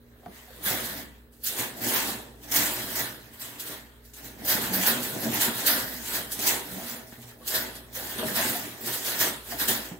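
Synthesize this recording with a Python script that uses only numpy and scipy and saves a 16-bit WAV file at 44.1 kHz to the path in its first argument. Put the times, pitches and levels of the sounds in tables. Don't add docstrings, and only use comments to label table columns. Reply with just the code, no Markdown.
import sys
import numpy as np
from scipy import signal
from scipy.fft import rfft, irfft, next_fast_len
from scipy.io import wavfile
from scipy.ndimage import uniform_filter1d

SR = 44100
rng = np.random.default_rng(int(sys.argv[2]) if len(sys.argv) > 2 else 0)


def store_pcm(level_fs):
    pcm = np.round(np.clip(level_fs, -1, 1) * 32767).astype(np.int16)
    wavfile.write(sys.argv[1], SR, np.atleast_2d(pcm).T)


def boost_factor(decibels):
    exponent = np.asarray(decibels, float) / 20
    return 10 ** exponent


N = 440559
SIZE = next_fast_len(N + SR // 2)
HZ = np.maximum(np.arange(SIZE // 2 + 1) * SR / SIZE, 1)

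# peak in seconds, claw shower in dB, build-up in seconds, die-away in seconds,
# panel shake in dB above the claws.
CIRCLING = [(0.359, -52, 0.16, 0.45, -3), (0.56, -55, 0.11, 0.27, -4), (0.672, -26, 0.072, 0.36, -6.5),
            (0.85, -35.5, 0.081, 0.27, -8), (1.0, -41.5, 0.93, 0.11, -4.5), (1.15, -67.5, 0.1, 0.3, 2),
            (1.327, -58, 0.026, 0.53, -35), (1.468, -25.5, 0.049, 0.19, -20.5),
            (1.599, -28, 0.12, 0.19, -7), (1.775, -43, 0.05, 0.15, -17), (1.84, -32.5, 0.07, 0.2, -4),
            (1.89, -27, 0.14, 0.31, -10), (1.962, -26, 0.15, 0.31, -5.5), (2.098, -31.5, 0.29, 0.16, -9.5),
            (2.439, -44.5, 0.056, 0.089, -10), (2.544, -24.5, 0.075, 0.49, -6.5),
            (2.66, -28.5, 0.23, 0.16, -11.5), (2.8, -36, 0.41, 0.4, -10), (2.99, -29, 0.26, 0.25, -7),
            (3.238, -55, 0.1, 0.54, -3), (3.337, -49.5, 0.039, 0.23, -5), (3.414, -39, 0.047, 0.41, -7),
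            (3.602, -41, 0.034, 0.25, -15), (3.725, -40, 0.4, 0.22, -5.5), (4.057, -52.5, 0.059, 0.19, -18),
            (4.174, -43.5, 0.058, 0.16, -8), (4.252, -44, 0.13, 0.28, -8)]
CHASING = [(3.95, -65, 0.65, 0.5, 0.5), (4.4, -52, 0.1, 0.25, -0.5), (4.497, -23, 0.067, 0.2, -7),
           (4.525, -27, 0.11, 0.16, -11), (4.644, -31.5, 0.18, 0.25, -5), (4.736, -27, 0.032, 0.29, -7.5),
           (4.879, -23, 0.19, 0.23, -6), (5.039, -34, 0.17, 0.73, -8.5), (5.239, -33, 0.14, 0.22, -7),
           (5.347, -29, 0.15, 0.25, -5), (5.42, -22, 0.066, 0.17, -6.5), (5.594, -32, 0.31, 0.52, -5.5),
           (5.669, -21.5, 0.043, 0.32, -7.5), (5.8, -35, 0.18, 0.2, -15), (5.93, -38.5, 0.17, 0.5, -8.5),
           (6.08, -35, 0.15, 0.24, -25), (6.154, -28.5, 0.23, 0.21, -8.5), (6.323, -32.5, 0.054, 0.14, -30),
           (6.49, -22.5, 0.2, 0.2, -8), (6.74, -42, 0.53, 0.35, -8.5), (6.909, -36.5, 0.54, 0.24, -7.5)]
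JOSTLING = [(7.075, -51.5, 0.028, 0.94, -19), (7.125, -57.5, 0.036, 0.1, 7), (7.226, -47, 0.069, 0.088, -7),
            (7.291, -48.5, 0.08, 0.11, -4), (7.415, -64, 0.024, 0.06, 6), (7.48, -27, 0.033, 0.18, -32),
            (7.551, -28, 0.13, 0.25, -6), (7.758, -43.5, 0.07, 0.11, -6), (7.84, -57.5, 0.11, 0.28, -0.5),
            (7.953, -36, 0.044, 0.85, -7), (8.107, -39.5, 0.18, 0.31, -5), (8.189, -37.5, 0.068, 0.16, 1.5),
            (8.27, -33.5, 0.044, 0.21, -3.5), (8.367, -26, 0.06, 0.34, -4.5),
            (8.497, -30, 0.58, 0.46, -9.5), (8.877, -31.5, 0.13, 0.28, -7), (8.94, -31, 0.093, 0.36, -12),
            (9.071, -28.5, 0.11, 0.42, -7.5), (9.21, -20, 0.049, 0.18, -9), (9.28, -30, 0.12, 0.089, -17),
            (9.408, -62, 0.05, 0.37, -6), (9.519, -35.5, 0.17, 0.17, -6.5),
            (9.602, -26.5, 0.045, 0.26, -6.5), (9.685, -22, 0.022, 0.21, -8.5),
            (9.86, -44, 0.2, 0.22, -5.5)]
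# start in seconds, peak in dB.
KICKS = [(0.6465, -30), (1.4382, -32), (1.5739, -32), (1.8149, -34), (1.9346, -29), (2.0708, -39),
         (2.512, -20), (2.558, -11.5), (2.9513, -27), (3.4103, -29.5), (3.5953, -27), (3.6647, -30.5),
         (4.1336, -36), (4.2374, -35), (4.4469, -28), (4.4778, -21), (4.614, -28), (4.7323, -24),
         (4.8221, -20), (4.8615, -20), (5.0286, -25), (5.3369, -31), (5.4082, -19), (5.4441, -22),
         (5.662, -12.5), (6.04, -32), (6.3177, -25), (6.3895, -22.5), (6.4648, -12.5), (7.473, -25),
         (7.5419, -18.5), (7.7514, -34.5), (7.9265, -40), (8.1814, -32), (8.2523, -34), (8.3525, -37),
         (8.4753, -36), (8.9277, -24), (9.046, -27), (9.1846, -32), (9.5857, -32), (9.6825, -19)]
# start in seconds, peak in dB, fade in seconds.
FLICKS = [(0.632, -22, 0.03), (0.6465, -21, 0.03), (1.4353, -18, 0.03), (1.5749, -20, 0.03),
          (1.8154, -23, 0.03), (1.8658, -21, 0.03), (1.9346, -13, 0.03), (2.0708, -24, 0.03),
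          (2.5123, -15, 0.03), (2.5577, -12, 0.04), (2.7298, -23, 0.03), (2.9069, -25, 0.03),
          (2.9513, -18, 0.033), (3.3329, -41, 0.036), (3.3958, -30, 0.03), (3.5958, -25, 0.03),
          (3.6632, -29, 0.03), (4.1336, -39, 0.03), (4.2399, -32, 0.03), (4.4469, -21, 0.03),
          (4.4778, -16, 0.03), (4.6135, -19, 0.037), (4.7323, -13, 0.03), (4.8096, -19, 0.03),
          (4.863, -10, 0.033), (5.0281, -20, 0.03), (5.1997, -25, 0.03), (5.3364, -16, 0.033),
          (5.4077, -15, 0.026), (5.4441, -20, 0.027), (5.5474, -24, 0.03), (5.6651, -10, 0.037),
          (6.1316, -25, 0.03), (6.3122, -25, 0.03), (6.389, -23, 0.03), (6.4204, -21, 0.03),
          (6.4648, -10, 0.03), (6.8839, -27, 0.03), (7.4755, -24, 0.027), (7.5419, -19, 0.03),
          (7.9265, -37, 0.03), (7.9514, -30, 0.03), (8.0916, -27, 0.03), (8.1809, -24, 0.03),
          (8.2523, -28, 0.03), (8.3525, -20, 0.037), (8.4753, -19, 0.03), (8.807, -25, 0.03),
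          (8.8579, -25, 0.03), (8.9292, -27, 0.03), (9.046, -23, 0.032), (9.1846, -21, 0.03),
          (9.5034, -31, 0.03), (9.5812, -31, 0.03), (9.6137, -26, 0.03), (9.6825, -10.5, 0.025)]
# frequency in Hz, level in dB per Hz.
WIRE = [(1470, 2.5), (2500, -9), (2640, -6.5), (3980, -4), (5520, -5), (8200, -1), (9440, -4), (11700, 2),
        (14900, 2.5), (15600, 3.5), (16000, -18)]


def claws():
    thin_wire_hz, thin_faster, jolt_s = 10750, 0.91, 0.028
    s, db, build, die, _ = np.transpose(CIRCLING + CHASING + JOSTLING)
    kick_s, kick_db = np.transpose(KICKS)
    flick_s, flick_db, flick_fade = np.transpose(FLICKS)

    scrabble = boost_factor(-3.5) * bursts(s, db, build, die)
    thick_level = np.hypot(scrabble, jolts(kick_s, kick_db - 10.0, jolt_s))
    quick_scrabble = boost_factor(-3.0) * bursts(s, db, build * thin_faster, die * thin_faster)
    thin_level = np.hypot(quick_scrabble, jolts(flick_s, flick_db - 11.5, flick_fade))

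    body = colour(WIRE) * np.minimum(HZ / 2500, 1) ** 2 * np.minimum(HZ / 1450, 1) ** 6
    thin = 1 / (1 + (thin_wire_hz / HZ) ** 12)
    thick_wires = thick_level, body * np.sqrt(1 - thin), 650, 1.9
    thin_wires = thin_level, body * np.sqrt(thin), 900, 1.9
    return thick_wires, thin_wires


# frequency in Hz, level in dB per Hz.
PANEL = [(350, -5), (600, -0.5), (783, -6.5), (919, -2), (1250, -5), (1770, 0), (2420, -8), (4010, -7),
         (5000, -15), (6500, -27), (11000, -120)]
# frequency in Hz, width in Hz, level in dB.
MESH = [(880, 44, 3.5), (1250, 79, -30), (1520, 26, -10), (1810, 430, -4), (3320, 120, 6.5),
        (4130, 130, -22)]


def panels():
    lag_s, slower = 0.0072, 1.127
    s, db, build, die, above = np.transpose(CIRCLING + CHASING + JOSTLING)
    level = boost_factor(1.3) * bursts(s + lag_s, db + above, build * slower, die * slower)
    edges = np.minimum(HZ / 600, 1) ** 3 * np.minimum(4500 / HZ, 1) ** 3
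    ringing = 1 + boost_factor(-12.0) * np.abs(modes(MESH))
    return level, colour(PANEL) * edges * ringing, 380, 1.5


# peak in seconds, floor boom in dB, die-away in
# seconds, tray clatter in dB above the boom.
HOPS = [(0.292, -51.5, 0.11, 1), (0.712, -37, 0.47, -0.5), (0.968, -42.5, 0.25, -5),
        (1.604, -39.5, 0.25, 1.5), (1.855, -37, 0.82, 0), (2.083, -37.5, 0.18, -2),
        (2.577, -37, 0.54, -1), (2.784, -42, 1, -2.5), (3.01, -41.5, 0.29, 0),
        (3.467, -51, 0.59, -1.5), (3.692, -47, 0.38, 0), (4.253, -47.5, 0.18, -4),
        (4.442, -39.5, 0.037, -4.5), (4.526, -37, 0.76, 0.5), (4.741, -35.5, 0.95, -3),
        (4.91, -38.5, 0.52, 1.5),
        (5.166, -36.5, 0.041, -1), (5.272, -32.5, 0.49, -1.5), (5.483, -36.5, 0.098, 2),
             (5.627, -39, 0.34, 1.5), (5.727, -39, 0.71, 0), (6.16, -42, 0.34, 0), (6.379, -40, 0.51, -3.5),
             (6.512, -40, 0.38, 4), (6.761, -42, 0.34, 1), (6.931, -49, 0.48, 2), (7.194, -58.5, 0.49, 1),
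             (7.43, -53.5, 0.12, 2.5), (7.573, -40.5, 0.42, 2), (7.76, -51, 0.21, 1),
             (8.02, -43.5, 0.34, -0.5), (8.233, -35, 0.34, 0.5), (8.406, -37, 0.059, 1.5),
             (8.477, -37, 0.43, 0.5), (8.66, -45, 0.24, -4), (8.882, -41.5, 0.32, 3.5),
             (9.097, -41.5, 0.28, 0.5), (9.26, -36.5, 0.19, 0.5), (9.542, -47, 0.81, 2.5),
             (9.71, -39, 0.32, 0.5), (9.941, -47.5, 0.079, 1)]
# frequency in Hz, width in Hz, level in dB.
FLOOR = [(120.3, 25, -4.5), (190, 31, -5.5), (236, 28.6, 0.5), (301.6, 36, -3.5)]
# frequency in Hz, width in Hz, level in dB.
TRAY = [(366, 39, 2), (517, 150, -4.5), (637, 65, -0.5), (793, 156, -7.5)]


def paws():
    build_s, tray_faster = 0.23, 0.91
    s, db, die, above = np.transpose(HOPS)
    thud = boost_factor(-0.1) * bursts(s, db, build_s, die)
    rattle = boost_factor(-0.26) * bursts(s, db + above, build_s, die * tray_faster)
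    floor_body = modes(FLOOR) * np.minimum(400 / HZ, 1)
    tray_body = modes(TRAY) * np.minimum(1200 / HZ, 1) * np.minimum(HZ / 300, 1)
    return (thud, floor_body, 80, 1.2), (rattle, tray_body, 80, 1.5)


# frequency in Hz,
# side minus mid in dB.
SPREAD = [(60, -14), (250, -12.5), (600, -4), (1500, 0), (5500, 1), (7000, -3), (7500, -40), (9500, -30),
          (10500, -17), (16000, -17)]


def cage():
    places = 6
    parts = []
    for level, body, per_s, scatter_db in (*claws(), panels(), *paws()):
        parts.append((level, body / np.sqrt(np.mean(np.abs(body) ** 2)), per_s, scatter_db))

    turns = np.pi * (np.log2(HZ) / 1.5 + np.arange(places)[:, None] / places)
    favour = boost_factor(-8.0) + np.cos(turns) ** 4
    favour /= np.sqrt(np.sum(favour ** 2, axis=0))
    share = boost_factor(np.array([3.84 * walk(18) for _ in range(places)]))
    share /= np.sqrt(np.mean(share ** 2, axis=0))

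    mid, side = 0, 0
    for own, near in zip(favour, share):
        spot = 0
        for level, body, per_s, scatter_db in parts:
            contacts = level * near * shower(per_s, scatter_db)
            spot = spot + rfft(contacts, SIZE) * body
        spot = own * spot
        mid = mid + spot * path()
        side = side + spot * path()
    return irfft(np.array([mid, side * colour(SPREAD)]), SIZE)[:, :N]


# start in seconds, peak in dB, pitch in Hz,
# time to fall 60 dB in seconds.
KNOCKS = [(0.231, -45, 716, 0.064), (0.261, -31, 710, 0.062), (0.261, -44, 997, 0.05),
          (0.261, -57, 1580, 0.05), (0.261, -44, 224, 0.13), (0.281, -39, 199, 0.1),
          (0.479, -47.5, 728, 0.11), (0.505, -43, 518, 0.063), (0.661, -33, 193, 0.18),
          (1.59, -29, 247, 0.047), (4.133, -53, 280, 0.15), (4.702, -30, 226, 0.18),
          (4.758, -36, 249, 0.13), (5.233, -31, 306, 0.4), (5.479, -26, 234, 0.18), (6.728, -40, 190, 0.41),
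          (6.98, -39, 234, 0.16), (7.124, -38, 236, 0.077), (7.18, -42, 231, 0.18), (7.185, -48, 122, 0.98),
          (7.241, -46, 119, 0.5), (7.408, -43, 510, 0.077), (8.186, -30.5, 232, 0.18),
          (8.229, -25.5, 630, 0.19), (8.389, -29, 670, 0.13), (8.449, -29.5, 241, 0.2),
          (8.549, -28, 713, 0.12), (9.522, -30, 695, 0.11), (9.617, -31.5, 296, 0.084),
          (9.679, -33, 229, 0.57), (9.914, -29.5, 178, 0.11)]


def knocks():
    out, t = np.zeros(N), np.arange(SR // 4) / SR
    slaps = rng.standard_normal((len(KNOCKS), len(t)))
    slaps = uniform_filter1d(uniform_filter1d(slaps, size=18), size=13)
    slaps *= boost_factor(4) * np.exp(-t / .01)
    for (s, db, hz, t60), slap in zip(KNOCKS, slaps):
        i = int(s * SR)
        ring = np.sin(2 * np.pi * hz * t) * np.exp(-np.log(1000) * t / max(t60, .02))
        ring *= np.minimum(t / 0.0034, 1)
        out[i:i + len(t)] += (boost_factor(db - .5) * (ring + slap))[:N - i]
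    return out


# start in seconds, level in dB, pitch in Hz,
# length in seconds.
DRONES = [(1.81, -38, 239.6, 0.08), (2.522, -39.5, 301, 0.07), (4.7, -32, 187.5, 0.15),
          (4.87, -33, 229.4, 0.081), (4.95, -34, 244, 0.08), (5.23, -30.5, 228.3, 0.1),
          (6.71, -36, 189.8, 0.1), (6.821, -40.5, 238, 0.07), (6.906, -40.5, 235, 0.045),
          (7.41, -52, 1130, 0.03), (7.97, -41, 530, 0.022), (8.225, -33, 234, 0.06),
          (8.29, -35, 200, 0.052), (8.365, -38, 240, 0.049), (8.53, -39, 238, 0.043),
          (8.82, -42, 233, 0.051)]


def drones():
    out = np.zeros(N)
    for s, db, hz, length in DRONES:
        t = np.arange(int(length * SR)) / SR
        i = int(s * SR)
        swell = np.sqrt(np.sin(np.pi * t / length))
        out[i:i + len(t)] += boost_factor(db) * swell * np.sin(2 * np.pi * hz * t)
    return out


# multiple of the mains frequency, level in dB.
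HUM_ORDERS = [(4, -62), (5, -80), (7, -67), (9, -82)]


def hum():
    mains_hz, shaft_hz, waver_db = 59.98, 59.42, 1.2
    in_step_s = .8
    t = np.arange(N) / SR - in_step_s
    mains, shaft = 2 * np.pi * mains_hz * t, 2 * np.pi * shaft_hz * t
    upper = sum(boost_factor(db + 1.5 * walk(4)) * np.sin(k * mains) for k, db in HUM_ORDERS)
    low = boost_factor(-59.5) * np.sin(mains) + boost_factor(-57.5) * np.sin(shaft)
    octave = boost_factor(-62.5) * np.sin(2 * mains) + boost_factor(-69) * np.sin(2 * shaft)
    return np.sqrt(2) * (boost_factor(waver_db * walk(2.7)) * low + boost_factor(waver_db * walk(5)) * octave + upper)


# frequency in Hz, level in dB per Hz.
SHED = [(25, -2), (60, 6.5), (150, -6), (500, -6.5), (800, -19.5), (1700, -20), (2800, -34), (3600, -37),
        (4000, -28), (4500, -45), (7000, -41), (13000, -27), (16000, -22)]


def shed_air():
    width = np.array([np.ones_like(HZ), colour(SPREAD)])
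    hush = through(rng.standard_normal((2, N)), colour(SHED) * width)
    return boost_factor(-60.5) * unit(hush)


def shower(per_s, scatter_db):
    out = np.zeros(N)
    when, size, sign = rng.random((3, int(per_s * N / SR)))
    height = boost_factor(-scatter_db * np.log(1 - .99 * size))
    out[(when * N).astype(int)] = height * np.sign(sign - .5)
    return unit(out)


def bursts(when, peak_db, build_s, die_s):
    swing_db = 30
    early_s = 0.0026
    since = np.arange(0, N + 64, 64) / SR + early_s - when[:, None]
    span = np.where(since < 0, np.reshape(build_s, (-1, 1)), die_s[:, None])
    span = np.maximum(span, .01)
    power = boost_factor(peak_db[:, None] - swing_db * np.abs(since) / span) ** 2
    return np.interp(np.arange(N) / 64, np.arange(since.shape[1]), np.sqrt(power.sum(axis=0)))


def jolts(when, peak_db, fade_s):
    env, t = np.zeros(N), np.arange(SR // 5) / SR
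    for s, db, fade in np.broadcast(when, peak_db, fade_s):
        i = int(s * SR)
        burst = boost_factor(db) * np.exp(-t / max(fade, .004)) * np.minimum(t / 0.0014, 1)
        env[i:i + len(t)] += burst[:N - i]
    return env


def path():
    t = np.arange(SR // 3) / SR
    early, late = rng.standard_normal((2, len(t)))
    near = early * np.exp(-np.log(1000) * t / 0.044)
    planks = boost_factor(-13) * uniform_filter1d(late, size=7) * np.exp(-np.log(1000) * t / 0.36)
    response = near + planks
    response[0] += 5.0
    response = rfft(response, SIZE)
    return response / np.sqrt(uniform_filter1d(np.abs(response) ** 2, size=900))


def walk(per_s):
    steps = rng.standard_normal(int(N / SR * per_s) + 2)
    return np.interp(np.arange(N) / SR * per_s, np.arange(len(steps)), steps)


def modes(table):
    total = 0
    for k, (f, w, db) in enumerate(table):
        total = total + (-1) ** k * boost_factor(db) * 1j * HZ * w / (f * f - HZ ** 2 + 1j * HZ * w)
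    return total


def colour(table):
    hz, db = np.transpose(table)
    return boost_factor(np.interp(np.log(HZ), np.log(hz), db))


def through(x, response):
    return irfft(rfft(x, SIZE) * response, SIZE)[..., :N]


def unit(x):
    return x / np.sqrt(np.mean(x ** 2))


# frequency in Hz, left minus right in dB.
LEAN = [(60, 0), (200, -2), (700, -2), (1500, -0.5), (4400, -2.5), (7000, 0.0), (9700, 0.0), (10500, -4.5),
        (15000, -5.5)]


def scene():
    shed_paths = np.array([1 + boost_factor(-15) * path(), boost_factor(-4) * path() * colour(SPREAD)])
    blows = through(knocks() + drones(), shed_paths)
    motor = hum()
    motor = np.array([motor, boost_factor(-14.5) * np.roll(motor, shift=150)])
    mid, side = cage() + blows + shed_air() + motor
    lean = np.sqrt(colour(LEAN))
    return through(np.array([mid + side, mid - side]), np.array([lean, 1 / lean]))


# frequency in Hz, share of narrow bands lost in dB.
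DROPOUTS = [(3000, -80), (6300, -42), (7200, -19), (8000, -29), (10500, -32), (11500, -48), (16000, -60)]


def starve(x):
    hz, _, frames = signal.stft(x, SR, nperseg=1024)
    band = np.arange(len(hz)) // 11
    block = np.arange(frames.shape[-1]) // 3
    chance = rng.random((2, band[-1] + 1, block[-1] + 1))[:, band][..., block]
    centre = (band + .5) * 11 * hz[1]
    lost = chance[0] < boost_factor(np.interp(centre, *np.transpose(DROPOUTS)))[:, None]
    wobble = boost_factor(6.0 * (chance[1] - .5) * np.minimum(hz / 3000, 1)[:, None])
    return signal.istft(frames * np.where(lost, boost_factor(-35), wobble), SR, nperseg=1024)[1][:, :N]


def low_pass(x):
    return signal.sosfilt(signal.butter(12, 16970, fs=SR, output="sos"), x)


def record(dry):
    bass_cut = signal.butter(2, 45, "high", fs=SR, output="sos")
    top_cut = signal.ellip(10, .5, 60, 15850, fs=SR, output="sos")
    thin = signal.sosfilt(bass_cut, dry)
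    mix = starve(signal.sosfilt(top_cut, thin))
    return low_pass(mix)


dry = scene()
out = record(dry)
store_pcm(out)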